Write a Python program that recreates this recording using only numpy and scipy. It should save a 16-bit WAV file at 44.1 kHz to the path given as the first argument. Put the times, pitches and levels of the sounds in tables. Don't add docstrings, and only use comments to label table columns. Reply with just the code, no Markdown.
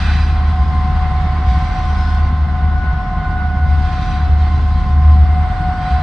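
import sys
import numpy as np
from scipy import signal
from scipy.fft import rfft, irfft
from scipy.io import wavfile
from scipy.ndimage import uniform_filter1d, minimum_filter1d

SR = 44100
rng = np.random.default_rng(int(sys.argv[2]) if len(sys.argv) > 2 else 0)


def dump(signal):
    limited = np.clip(np.atleast_2d(signal).T, -1, 1)
    pcm = np.round(limited * 32767).astype(np.int16)
    wavfile.write(sys.argv[1], SR, pcm)


N = 265830
TIME = np.arange(N) / SR
FREQS = np.maximum(np.arange(N // 2 + 1) * SR / N, 1)

# f/Hz, relative level/dB
FRICTION_SPECTRUM = [(500, -24), (1500, 2.5), (2100, 3.5), (2750, -2), (3300, 0.5), (4400, -1.5),
                     (5050, -5), (5400, -10), (6500, -14.5), (7200, -23), (7800, -20.5), (8300, -17.5),
                     (9000, -29), (10300, -34), (11000, -46)]
# t/s, peak level/dB
BOOM_EVENTS = [(.62, -7.5), (1.51, -9), (2.47, -18), (2.92, -11.5), (3.61, -17), (4.31, -14.5), (5.24, -12),
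               (5.93, -10.5)]


def undb(db):
    return 10 ** (np.asarray(db) / 20)


def unit(x):
    return x / np.sqrt(np.mean(x ** 2))


def contour(points):
    return np.interp(TIME, *np.transpose(points))


def response(points):
    hz, db = np.transpose(points)
    return undb(np.interp(np.log(FREQS), np.log(hz), db))


def wander(rate_hz):
    knots = rng.standard_normal(2048)
    slow = np.interp(2 * rate_hz * TIME, np.arange(len(knots)), knots, period=len(knots))
    return unit(uniform_filter1d(slow, max(int(SR / rate_hz / 2), 1)))


def noise(spectrum, width):
    mid, side = rfft(rng.standard_normal((2, N))) * response(spectrum)
    side *= np.minimum(width * (FREQS / 2000) ** 0.46, 1)
    return unit(irfft(np.array([mid + side, mid - side]), N))


def tone(hz, scatter, scatter_hz, width):
    phase = 2 * np.pi * np.cumsum(hz * np.ones(N)) / SR
    cos, sin = np.cos(phase), np.sin(phase)
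    mid = cos + scatter * (wander(scatter_hz) * cos + wander(scatter_hz) * sin)
    side = width * (wander(2.7) * cos + wander(3.5) * sin)
    return unit(np.array([mid + side, mid - side]))


def exhaust(cycle_hz=9.45, cylinders=16, drone_hz=74.9):
    # f/Hz, relative level/dB
    stack_spectrum = [(20, -25.5), (30, -14), (38, -4.5), (50, 5.5), (65, 3.5), (85, 2), (110, -7.5),
                      (150, -3), (200, -7), (230, -14.5), (310, -17.5), (460, -33.5), (900, -34),
                      (2500, -80.5)]
    # multiple of the engine cycle, level/dB
    engine_orders = [(7, -35.5), (9, -32), (11, -35), (13, -44), (14, -37.5), (15, -45), (16, -34.5),
                     (20, -42.5), (22, -42)]
    # t/s, level/dB
    drone_levels = [(0.0, -17.5), (0.18, -12), (1.64, -18), (1.78, -36), (1.85, -14.5), (2.84, -14.5),
                    (3.0, -29.5), (3.74, -10.5), (4.03, -27), (4.3, -9), (4.85, -16.5), (5.1, -4),
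                    (5.42, -13.5), (5.59, -26.5), (5.69, -18), (5.84, -34), (5.98, -12), (6.03, -24)]
    firing_count = cylinders * cycle_hz * TIME
    firings = np.flatnonzero(np.diff(np.floor(firing_count)))
    pulses = np.zeros(N)
    pulses[firings] = 0.013 + 0.56 * rng.standard_normal(len(firings))
    beats = unit(irfft(rfft(pulses) * response(stack_spectrum), N))
    rumble = noise(stack_spectrum, 0.49) * (1 + 0.43 * np.cos(np.pi * firing_count))
    orders = sum(tone(k * cycle_hz, 0.48, 1.524, .08) * undb(db) for k, db in engine_orders)
    lope = 1 + 0.097 * np.cos(2 * np.pi * cycle_hz * TIME)
    drone = tone(drone_hz, .03, 10, .06) * lope * undb(contour(drone_levels))
    return undb(-26.5) * beats + undb(-23) * rumble + orders + drone


def throb(hz=41.9, level_db=-21, dip_db=11.5, dip_s=.11):
    dips = sum(np.exp(-((TIME - s) / dip_s) ** 2) for s, _ in BOOM_EVENTS)
    return tone(hz, 0.11, 2.8, .08) * undb(level_db - dip_db * dips)


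def turbocharger(start_hz=743.5, end_hz=733.5, settle_s=3.5):
    # t/s, relative level/dB
    blade_levels = [(0.0, -39), (0.13, -37.5), (0.82, -30), (1.8, -28), (2.43, -40), (2.62, -32.5),
                    (3.41, -30), (3.56, -32.5), (3.88, -28.5), (4.67, -35), (5.64, -26), (6.01, -25),
                    (6.03, -31)]
    # t/s, relative level/dB
    octave_levels = [(0.0, -36.5), (0.62, -48), (0.64, -60), (1.04, -39.5), (1.26, -59), (2.08, -34),
                     (2.38, -45.5), (2.9, -31), (3.11, -38.5), (3.41, -29.5), (4.16, -43.5), (5.12, -49),
                     (5.69, -35.5), (6.03, -39)]
    hz = end_hz + (start_hz - end_hz) * np.exp(-TIME / settle_s)
    blade = tone(hz, 0.21, 23, 0.094) * undb(contour(blade_levels) + 2.48)
    octave = tone(2 * hz, 0.18, 25, 0.25) * undb(contour(octave_levels) + 1.3)
    return blade + octave


def cooling_fan(blade_hz=1044.3):
    # t/s, relative level/dB
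    fan_levels = [(0.0, -46), (0.81, -32), (1.21, -38), (2.38, -34.5), (2.4, -39), (3.34, -35),
                  (3.44, -44.5), (4.15, -35), (4.35, -51), (4.53, -37.5), (5.14, -35), (5.17, -41),
                  (5.77, -44.5), (5.84, -37), (5.91, -49), (5.99, -31.5), (6.03, -39)]
    return tone(blade_hz, 0.27, 31, 0.11) * undb(contour(fan_levels) + 2.7)


def blowers_and_gears():
    # f/Hz, mean level/dB
    lines = [(415, -56), (522, -57), (690, -48.5), (717, -44.5), (748, -46.5), (1056, -46.5), (1070, -46.5),
             (1285, -56), (1496, -48), (1546, -49), (2088, -49.5), (5372, -67.5)]
    return sum(tone(hz, .6, 9, .28) * undb(db + 1.8 * wander(1.2)) for hz, db in lines)


def cooling_air():
    # f/Hz, relative level/dB
    rush_spectrum = [(150, -7.5), (400, -10), (580, -5.5), (800, 4), (910, 0.5), (1080, 3.5), (1400, -0.5),
                     (1670, -6), (2000, -3), (2400, -14.5), (2750, -14), (3600, -17.5), (5000, -26.5),
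                     (7000, -50.5), (12000, -69)]
    # t/s, relative level/dB
    rush_levels = [(0.0, -35.5), (0.18, -40), (0.35, -40), (1.31, -37.5), (2.45, -40), (5.12, -41),
                   (6.03, -38)]
    return noise(rush_spectrum, 0.57) * undb(contour(rush_levels) + 6.5 + 0.97 * wander(14))


def scrape_envelopes(attack_s=0.07, release_s=0.18, rolling_db=-49):
    # start t/s, duration/s, rubbing level/dB, ringing level/dB
    spells = [(-.1, 0.25, -34.5, -31.5), (0.404, 1.0, -45.5, -61), (1.414, 0.71, -41, -58),
              (3.626, 0.17, -45, -53), (3.8, 0.34, -40.5, -41), (4.337, 0.52, -45, -55),
              (5.0, 0.95, -48.5, -67.5), (5.783, 0.16, -44.5, -41)]
    rub_power, ring_power = undb(rolling_db) ** 2, 0
    for s, length, rub_db, ring_db in spells:
        attack = np.clip((TIME - s) / attack_s, 0, 1)
        release = np.exp(-np.maximum(TIME - s - length, 0) / release_s)
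        rub_power += (attack * release * undb(rub_db)) ** 2
        ring_power += (attack * release * undb(ring_db)) ** 2
    return np.sqrt(rub_power), np.sqrt(ring_power)


def slips(count=2500, decay_s=0.016):
    t = TIME[:SR // 10]
    envelope = np.exp(-t / decay_s) * (1 - np.exp(-4 * t / decay_s))
    out = np.zeros((2, N + len(t)))
    for when, pitch, size, lag in rng.random((count, 4)):
        hz = 2000 + 7000 * pitch
        ear_phase = np.array([[0], [np.pi * (lag - .5)]])
        start = int(when * N)
        out[:, start:start + len(t)] += size * envelope * np.sin(2 * np.pi * hz * t + ear_phase)
    return unit(irfft(rfft(out[:, :N]) * response(FRICTION_SPECTRUM), N))


def wheel_scraping():
    # f/Hz, linewidth/Hz, relative level/dB
    wheel_modes = [(1250, 250, -8), (1580, 350, -2), (1950, 220, -7), (2415, 60, -10), (2622, 60, -9),
                   (3160, 70, -15), (3290, 40, -17), (3640, 70, -15), (4012, 55, -9), (4810, 60, -16),
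                   (5890, 120, -24), (9410, 180, -39)]
    rub, ring = scrape_envelopes()
    grind = noise(FRICTION_SPECTRUM, .48) + .5 * slips()
    out = grind * rub * undb(.5 * wander(30))
    for hz, linewidth, db in wheel_modes:
        out += tone(hz, 2, linewidth, .3) * ring * undb(db + 1.5 * wander(10))
    return out


def wheel_singing():
    # centre t/s, duration/s, f/Hz, linewidth/Hz, level/dB
    notes = [(.08, .3, 2622, 70, -44), (.6, .7, 4950, 40, -58), (1.5, .7, 2222, 25, -48),
             (1.6, .5, 3295, 30, -55), (1.8, .7, 5860, 110, -58), (2.05, .22, 5112, 35, -49),
             (4.0, .25, 3645, 40, -52), (4.08, .25, 5890, 90, -56), (4.15, .2, 4012, 25, -48),
             (4.6, .45, 4012, 25, -52), (5.7, 1.1, 8130, 320, -67), (5.88, .2, 3230, 70, -50),
             (5.88, .2, 4830, 70, -56)]
    return sum(tone(hz, 2, linewidth, .3) * undb(db) * np.exp(-(2 * (TIME - s) / length) ** 2)
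               for s, length, hz, linewidth, db in notes)


def ticks():
    # t/s, decay time/s, initial level/dB
    onsets = [(.161, .012, -54), (2.149, .002, -43), (5.19, .007, -57)]
    envelope = sum(undb(db) * (TIME >= s) * np.exp(-np.abs(TIME - s) / decay) for s, decay, db in onsets)
    return envelope * noise([(1000, -9), (4000, -3), (9000, -0.5), (15000, -21.5)], width=.2)


def booms(hz=63, swell_s=0.041):
    out = np.zeros(N)
    for s, db in BOOM_EVENTS:
        envelope = undb(db) * np.exp(-((TIME - s) / swell_s) ** 2)
        out += envelope * np.sin(2 * np.pi * (hz * TIME + rng.random()))
    return out


def scene(pan_db=1.36):
    ahead = exhaust() + throb() + turbocharger() + cooling_fan() + blowers_and_gears() + booms() + ticks()
    aside = cooling_air() + wheel_scraping() + wheel_singing()
    return ahead + aside * undb(np.array([[-pan_db], [pan_db]]) / 2)


def record(dry, cutoff_hz=15700, fade_s=.002):
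    hold = SR // 50
    needed_gain = 1 / np.maximum(np.abs(dry).max(axis=0), 1)
    gain = uniform_filter1d(minimum_filter1d(needed_gain, hold), hold)
    fade = np.minimum(np.minimum(TIME, TIME[::-1]) / fade_s, 1)
    lowpass = signal.ellip(8, .2, 70, cutoff_hz, fs=SR, output="sos")
    return signal.sosfilt(lowpass, dry * gain * fade)


dry = scene()
out = record(dry)
dump(out)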